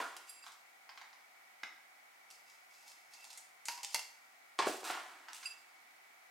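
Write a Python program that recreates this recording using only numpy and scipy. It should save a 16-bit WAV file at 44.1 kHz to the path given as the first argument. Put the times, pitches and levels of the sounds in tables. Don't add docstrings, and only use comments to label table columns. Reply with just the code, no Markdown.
import sys
import numpy as np
from scipy import signal
from scipy.fft import rfft, irfft, next_fast_len
from scipy.io import wavfile
from scipy.ndimage import uniform_filter1d

SR = 44100
rng = np.random.default_rng(int(sys.argv[2]) if len(sys.argv) > 2 else 0)


def inscribe(sig):
    pcm = np.round(np.clip(np.atleast_2d(sig).T, -1, 1) * 32767)
    wavfile.write(sys.argv[1], SR, pcm.astype(np.int16))


N = 277874


def from_db(db):
    return 10 ** (np.asarray(db) / 20)


def rms_one(x):
    return x / np.sqrt(np.mean(x ** 2) + 1e-20)


def at_hz(points, hz):
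    known_hz, values = np.transpose(points)
    return np.interp(np.log(np.maximum(hz, 1)), np.log(known_hz), values)


def add(out, start_s, sound):
    start = max(0, round(start_s * SR))
    out[start:start + len(sound)] += sound[:N - start]


def wander(shape, size):
    return rms_one(uniform_filter1d(uniform_filter1d(rng.standard_normal(shape), size=size), size=size))


def body(x, colour, modes=()):
    length = x.shape[-1]
    size = 2 * next_fast_len(length // 2 + SR // 20)
    hz = np.arange(size // 2 + 1) * SR / size
    power = 1 + sum(from_db(db) ** 2 / (1 + (2 * (hz - centre) / width) ** 2)
                    for centre, width, db in modes)
    cepstrum = irfft(np.log(from_db(at_hz(colour, hz)) * np.sqrt(power)))
    cepstrum[1:size // 2] *= 2
    cepstrum[size // 2 + 1:] = 0
    return irfft(rfft(x, size) * np.exp(rfft(cepstrum)))[..., :length]


def strike(rows, colour, modes, crunch):
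    out, t = np.zeros(N), np.arange(SR // 4) / SR
    for start_s, db, crunch_s, bright_hz in rows:
        crumbs = rng.standard_normal(len(t)) * from_db(5.2 * rng.standard_normal(len(t)))
        force = crunch * crumbs * np.exp(-t / crunch_s) + (t == 0)
        softness = np.exp(-2 * np.pi * bright_hz / SR)
        sound = body(signal.lfilter([1 - softness], [1, -softness], force), colour, modes)
        loudest = np.sqrt(uniform_filter1d(sound ** 2, size=130, mode="constant").max())
        add(out, start_s, from_db(db) * sound / loudest)
    return out


def grains(per_s, spread_db, clump_db=2):
    sizes = from_db(spread_db * np.minimum(rng.exponential(1, N), 4)) * rng.choice([-1, 1], N)
    clumps = from_db(clump_db * wander(N, size=200))
    return sizes * clumps * (rng.random(N) < per_s / SR)


def flow(start_s, length_s, attack_s, settle_s, settle_power=1.82):
    t = np.maximum(np.arange(N) / SR - start_s, 0)
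    return (1 - np.exp(-t / attack_s)) / (1 + np.maximum(t - length_s, 0) / settle_s) ** settle_power


# start in seconds, level in dB, crunch decay in seconds,
# brightness in Hz, hollow pitch in Hz.
SOIL_STABS = [(0.002, -34.5, 0.013, 1710, 1060), (0.028, -53, 0.096, 2160, 1090),
              (4.589, -27.5, 0.012, 6400, 1034), (4.622, -35.5, 0.026, 4950, 2270),
              (4.832, -42.5, 0.005, 3020, 705), (4.902, -40.5, 0.0061, 2220, 680)]
# frequency in Hz, gain in dB.
TUB_COLOUR = [(60, -64), (130, -23), (235, -16.5), (380, -6), (600, -5.5), (900, -1), (1800, -5),
              (4500, -9), (9000, -17.5), (15000, -54)]
# centre in Hz, bandwidth in Hz, height in dB.
TUB_PEAKS = [(330, 140, 2.4), (758, 92, 6)]
def plunging(hollow_width_hz=115, hollow_db=8.0):
    return sum(strike([contact], TUB_COLOUR, TUB_PEAKS + [(hz, hollow_width_hz, hollow_db)], crunch=1.0)
               for *contact, hz in SOIL_STABS)


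# start in seconds, level in dB, crunch decay in seconds, brightness in Hz.
TUB_BUMPS = [(0.002, -48, 0.02, 400), (4.66, -39.5, 0.0042, 1200), (4.6685, -27, 0.0055, 800)]
# frequency in Hz, gain in dB.
BUMP_COLOUR = [(50, -52), (120, -34), (200, -3), (320, 5.5), (500, 6), (720, 3.5), (1600, 1.5), (3000, -35)]
def thudding():
    return strike(TUB_BUMPS, BUMP_COLOUR, (), crunch=0.39)


# start and length in seconds, level in dB,
# relative grit level in dB, settling time in seconds.
SCOOP_PUSHES = [(0, 0.0032, -42.5, -7.5, 0.06), (4.583, 0.048, -60.5, 5, 0.013),
                (4.657, 0.025, -51, 7.5, 0.062), (4.84, 0.061, -47.5, -3, 0.016),
                (4.897, 0.02, -42, -15, 0.094)]
# start and length in seconds, level in dB.
SCOOP_LIFTS = [(0.262, 0.044, -61.5), (0.44, 0.044, -64.5), (5.336, 0.014, -50), (5.42, 0.063, -60)]
# frequency in Hz, gain in dB.
SHEAR_COLOUR = [(60, -50), (170, -33.5), (290, -11), (450, -15), (750, -6.5), (1300, 0.5), (2200, -7.5),
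                (4500, -16), (12000, -41)]
HISS_COLOUR = [(800, -35), (2500, -5), (8500, -6), (11000, -12), (15500, -20)]
def digging():
    hollow = rms_one(body(grains(per_s=4000, spread_db=0.6), SHEAR_COLOUR, TUB_PEAKS))
    grit = grains(per_s=1900, spread_db=1.2)
    hiss = rms_one(body(grit, HISS_COLOUR, damped_blade(width_hz=37, db=5.5)))
    out = np.zeros(N)
    for start_s, length_s, db, grit_db, settle_s in SCOOP_PUSHES:
        push = flow(start_s, length_s, attack_s=0.00067, settle_s=settle_s)
        out += from_db(db) * push * (hollow + from_db(grit_db) * hiss)
    for start_s, length_s, db in SCOOP_LIFTS:
        out += from_db(db) * flow(start_s, length_s, attack_s=0.015, settle_s=0.032) * hiss
    return out


# frequency in Hz, gain in dB.
HUSH_COLOUR = [(60, -41), (105, -17), (150, -19.5), (240, -11), (480, -9.5), (760, -1.5), (1050, -2),
               (1400, 1), (1800, -7), (2300, -4.5), (3000, -7.5), (6000, -10.5), (15500, -15)]
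# centre in Hz, bandwidth in Hz, height in dB.
HUSH_PEAKS = [(748, 113, 7.4), (1966, 178, 11.9), (2247, 74, 13.8)]
# frequency in Hz, side relative to mid in dB.
HUSH_SPREAD = [(110, -5), (900, 1.5), (7000, -0.5), (15000, -12.5)]
def room_hush(db=-61.5):
    return from_db(db) * rms_one(body(diffuse(N, HUSH_SPREAD), HUSH_COLOUR, HUSH_PEAKS))


# start and length in seconds, level in dB, first and last pitch in Hz.
WALL_RUBS = [(0.012, 0.0464, -42.5, 1450, 1402), (3.693, 0.109, -54, 951, 965),
             (4.656, 0.033, -38, 783, 626), (4.684, 0.033, -46.5, 298, 319)]
def rubbing(edge_s=0.0029, wobble_rad=0.65, flutter_db=1):
    out, t = np.zeros(N), np.arange(SR // 4) / SR
    for start_s, length_s, db, first_hz, last_hz in WALL_RUBS:
        waver, wobble = wander((2, len(t)), size=150)
        phase = 2 * np.pi * np.cumsum(np.interp(t, [0, length_s], [first_hz, last_hz])) / SR
        pressure = (1 - np.exp(-t / edge_s)) * np.exp(-np.maximum(t - length_s, 0) / edge_s)
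        tone = np.sin(phase + wobble_rad * wobble)
        add(out, start_s, from_db(db + flutter_db * waver) * pressure * tone)
    return out


# start in seconds, level in dB, crunch decay in seconds.
GRIT_TICKS = [(0.1662, -46, 0.0054), (0.5195, -57.5, 0.011), (2.303, -55, 0.0061), (2.3105, -52.5, 0.0023),
              (2.4995, -60.5, 0.011), (2.886, -61, 0.0054), (2.9175, -56, 0.003), (3.1372, -53, 0.0088),
              (3.243, -50.5, 0.003), (3.2515, -52.5, 0.0025), (3.304, -51, 0.005), (3.3125, -54, 0.004),
              (3.330, -51.5, 0.002), (3.3375, -55, 0.0018), (3.832, -40.5, 0.0085), (3.8471, -37, 0.0017),
              (4.849, -46.5, 0.0055), (5.3322, -44.5, 0.0018)]
# frequency in Hz, gain in dB.
GRIT_COLOUR = [(150, -55), (550, -23), (900, -7.5), (1400, -20.5), (2500, -12), (4500, -4.5), (7500, -6),
               (11000, -12), (15500, -23.5)]
# centre in Hz, bandwidth in Hz, height in dB.
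TICK_PEAKS = [(824, 65, 5.6)]
def ticking(bright_hz=9000):
    contacts = [(*tick, bright_hz) for tick in GRIT_TICKS]
    return strike(contacts, GRIT_COLOUR, TICK_PEAKS + damped_blade(width_hz=36, db=4), crunch=0.17)


# start in seconds, level in dB, tilt in dB per octave, # swell and
# hold times in seconds.
BLADE_EXCITATIONS = [(0.274, -59, 5, 0.0056, 0.12), (0.293, -44, 15, 0.00089, 0.0014),
                     (0.423, -55, 0, 0.0016, 0.013), (3.161, -60.5, -29, 0.02, 0.073), (3.32, -53, 5, .01, .005),
                     (3.944, -46, 3, 0.0011, .004), (5.4551, -32.5, -1.5, 0.0026, 0.0032),
                     (5.503, -49, -3, 0.0044, 0.0094)]
# frequency in Hz, relative level in dB, time to fall 60 dB in seconds.
BLADE_MODES = [(2662, -1.5, 0.099), (2794, -14, 0.12), (4840, 2, 0.09), (7515, -2, 0.054), (8526, -7, 0.09),
               (10800, -11.5, 0.13), (12590, -22, 0.08), (14535, -23, 0.097)]
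def blade_ringing(flutter_db=0.5, wobble_rad=np.pi / 5):
    out, t = np.zeros(N), np.arange(SR * 2 // 3) / SR
    hz, mode_db, t60 = np.transpose(BLADE_MODES)[:, :, None]
    for start_s, db, tilt_db, swell_s, hold_s in BLADE_EXCITATIONS:
        gains = from_db(mode_db + tilt_db * np.log2(hz / hz[0]))
        waver, wobble = wander((2, len(hz), len(t)), size=220)
        tones = np.sin(2 * np.pi * (hz * t + rng.random(hz.shape)) + wobble_rad * wobble)
        swell = 1 - np.exp(-t / swell_s)
        decay = np.exp(-np.log(1000) * np.maximum(t - hold_s, 0) / t60)
        rings = gains * from_db(flutter_db * waver) * tones * decay
        add(out, start_s, from_db(db) * swell * rings.sum(0) / np.sqrt(np.sum(gains ** 2)))
    return out


def damped_blade(width_hz, db):
    return [(hz, width_hz, db) for hz, *_ in BLADE_MODES]


# start in seconds, level in dB, crunch decay in seconds.
WALL_SLIPS = [(0.44, -55.5, 0.00037), (0.4655, -48.5, 0.00079), (0.892, -49.5, 0.0036),
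              (0.9758, -49.5, 0.00076), (1.0145, -49.5, 0.0016), (1.13, -57.5, 0.0015),
              (5.2845, -46.5, 0.0028), (5.428, -51, 0.008)]
# frequency in Hz, gain in dB.
WALL_COLOUR = [(100, -51), (500, -27.5), (720, -1.5), (1000, 5.5), (2200, 2.5), (3000, -3.5), (5000, -2.5),
               (7000, -10), (10000, -28), (16000, -20)]
def creaking(bright_hz=7440):
    return strike([(*slip, bright_hz) for slip in WALL_SLIPS], WALL_COLOUR, (), crunch=0.18)


# start in seconds, level in dB, crunch decay in seconds, brightness in Hz.
PLANTER_KNOCKS = [(1.6332, -36.5, 0.0037, 7000)]
# frequency in Hz, gain in dB.
KNOCK_COLOUR = [(80, -73), (220, -8.5), (380, -18.5), (850, -7.5), (1600, -7), (2900, -11.5), (6000, -16.5),
                (15000, -31)]
# centre in Hz, bandwidth in Hz, height in dB.
KNOCK_PEAKS = [(1620, 130, 9), (2096, 170, 18.3), (3740, 140, 9.7), (5480, 150, 6.2), (6340, 140, 11.5)]
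def knocking():
    return strike(PLANTER_KNOCKS, KNOCK_COLOUR, KNOCK_PEAKS, crunch=0.21)


# start and length in seconds, level in dB.
SOIL_SLIDES = [(2.297, 0.048, -64), (2.456, 0.11, -72.5), (2.699, 0.18, -68), (2.869, 0.018, -57.5),
               (3.105, 0.27, -65.5), (3.669, 0.042, -49.5), (3.9, 0.038, -56.5)]
# centre in Hz, bandwidth in Hz, height in dB.
SLIDE_PEAKS = [(813, 160, 9.5), (2650, 36, 18.4), (4190, 75, 2.3), (4840, 60, 10), (5260, 120, 7.9),
               (6390, 130, 5.7), (11500, 230, 5.3)]
def pouring():
    envelope = sum(from_db(db) * flow(start_s, length_s, attack_s=0.012, settle_s=0.052)
                   for start_s, length_s, db in SOIL_SLIDES)
    return envelope * rms_one(body(grains(per_s=2200, spread_db=-1.0), GRIT_COLOUR, SLIDE_PEAKS))


# start in seconds, level in dB.
GLAZE_SKIDS = [(3.3745, -47.5), (3.6545, -42.5)]
# frequency in Hz, gain in dB.
GLAZE_COLOUR = [(100, -50), (500, -29), (2200, -12), (5000, -3), (6800, 0), (9300, 2.5), (15000, -19)]
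# centre in Hz, bandwidth in Hz, height in dB.
GLAZE_PEAKS = [(2100, 160, 13), (6900, 160, 7.2)]
def skidding(crunch_s=0.0094, bright_hz=12000):
    contacts = [(*skid, crunch_s, bright_hz) for skid in GLAZE_SKIDS]
    return strike(contacts, GLAZE_COLOUR, GLAZE_PEAKS, crunch=0.75)


# start in seconds, level in dB, crunch decay in seconds, brightness in Hz.
RIM_TAPS = [(3.6842, -33, 0.0073, 4570), (3.7764, -50, 0.01, 5030), (3.9445, -27.5, 0.0037, 12000),
            (3.8405, -50, 0.0023, 9000), (3.953, -38, 0.0098, 13200), (3.959, -39, 0.0052, 14000),
            (3.993, -40, 0.0048, 14000)]
# frequency in Hz, gain in dB.
RIM_COLOUR = [(60, -55), (200, -14), (600, -6.5), (900, -3.5), (1400, -8), (3300, 3), (5000, 2), (7500, 5),
              (11000, 3), (15500, -9.5)]
# centre in Hz, bandwidth in Hz, height in dB.
RIM_PEAKS = [(913, 83, 18.7), (1474, 120, 15.3), (2107, 135, 18.9), (2710, 63, 15.7), (4620, 290, 11.8),
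             (5260, 220, 11.4), (6400, 310, 5)]
def tapping():
    return strike(RIM_TAPS, RIM_COLOUR, RIM_PEAKS, crunch=0.64)


def diffuse(size, width):
    mid, side = rng.standard_normal((2, size))
    return mid + body(side, width) * np.array([[1], [-1]])


# frequency in Hz, side relative to mid in dB.
ROOM_SPREAD = [(380, -16.5), (850, -6.5), (4000, -6), (9000, -3), (15000, -10)]
# frequency in Hz, time to fall 60 dB in seconds.
ROOM_DECAY = [(150, 0.27), (500, 0.52), (1200, 0.54), (4000, 0.45), (12000, 0.42)]
def room_tail(build_s):
    size = SR * 2 // 3
    t, tail = np.arange(size) / SR, 0
    edges_hz = np.geomspace(70, 18000, 9)
    for low, high in zip(edges_hz, edges_hz[1:]):
        octave = signal.butter(2, [low, high], "band", fs=SR, output="sos")
        band = signal.sosfilt(octave, diffuse(size, ROOM_SPREAD))
        tail = tail + band * np.exp(-np.log(1000) * t / at_hz(ROOM_DECAY, np.sqrt(low * high)))
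    return rms_one(tail * (1 - np.exp(-t / build_s)) ** 2) / np.sqrt(size)


def place(x, wet_db, pan_db, echoes=()):
    response = from_db(wet_db) * room_tail(build_s=0.00037)
    response[:, 0] += 1
    for delay_s, gain in echoes:
        response[:, round(delay_s * SR)] += gain
    return signal.fftconvolve(x[None], response, axes=1)[:, :N] * from_db([[pan_db / 2], [-pan_db / 2]])


# delay in seconds, gain as a ratio.
TUB_REFLECTIONS = [(.0045, 0.85), (0.012, 0.15)]
def scene():
    soil = plunging() + thudding() + digging()
    creaks, knock, taps = creaking(), knocking(), tapping()
    ticks, skids, hush = ticking(), skidding(), room_hush()
    return (place(soil, wet_db=-4.0, pan_db=-1.0)
            + place(creaks, wet_db=3.5, pan_db=-1.5, echoes=TUB_REFLECTIONS)
            + place(knock, wet_db=-1.0, pan_db=-0.5)
            + place(taps + rubbing(), wet_db=-6.0, pan_db=-0.5)
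            + place(ticks + skids + pouring(), wet_db=-3.0, pan_db=-0.8)
            + place(blade_ringing(), wet_db=-8.5, pan_db=-2.5) + hush)


def record(dry):
    bass_hz, top_hz = 70, 15900
    thin = signal.sosfilt(signal.butter(1, bass_hz, "high", fs=SR, output="sos"), dry)
    return signal.sosfilt(signal.ellip(10, .1, 70, top_hz, fs=SR, output="sos"), thin)


dry = scene()
out = record(dry)
inscribe(out)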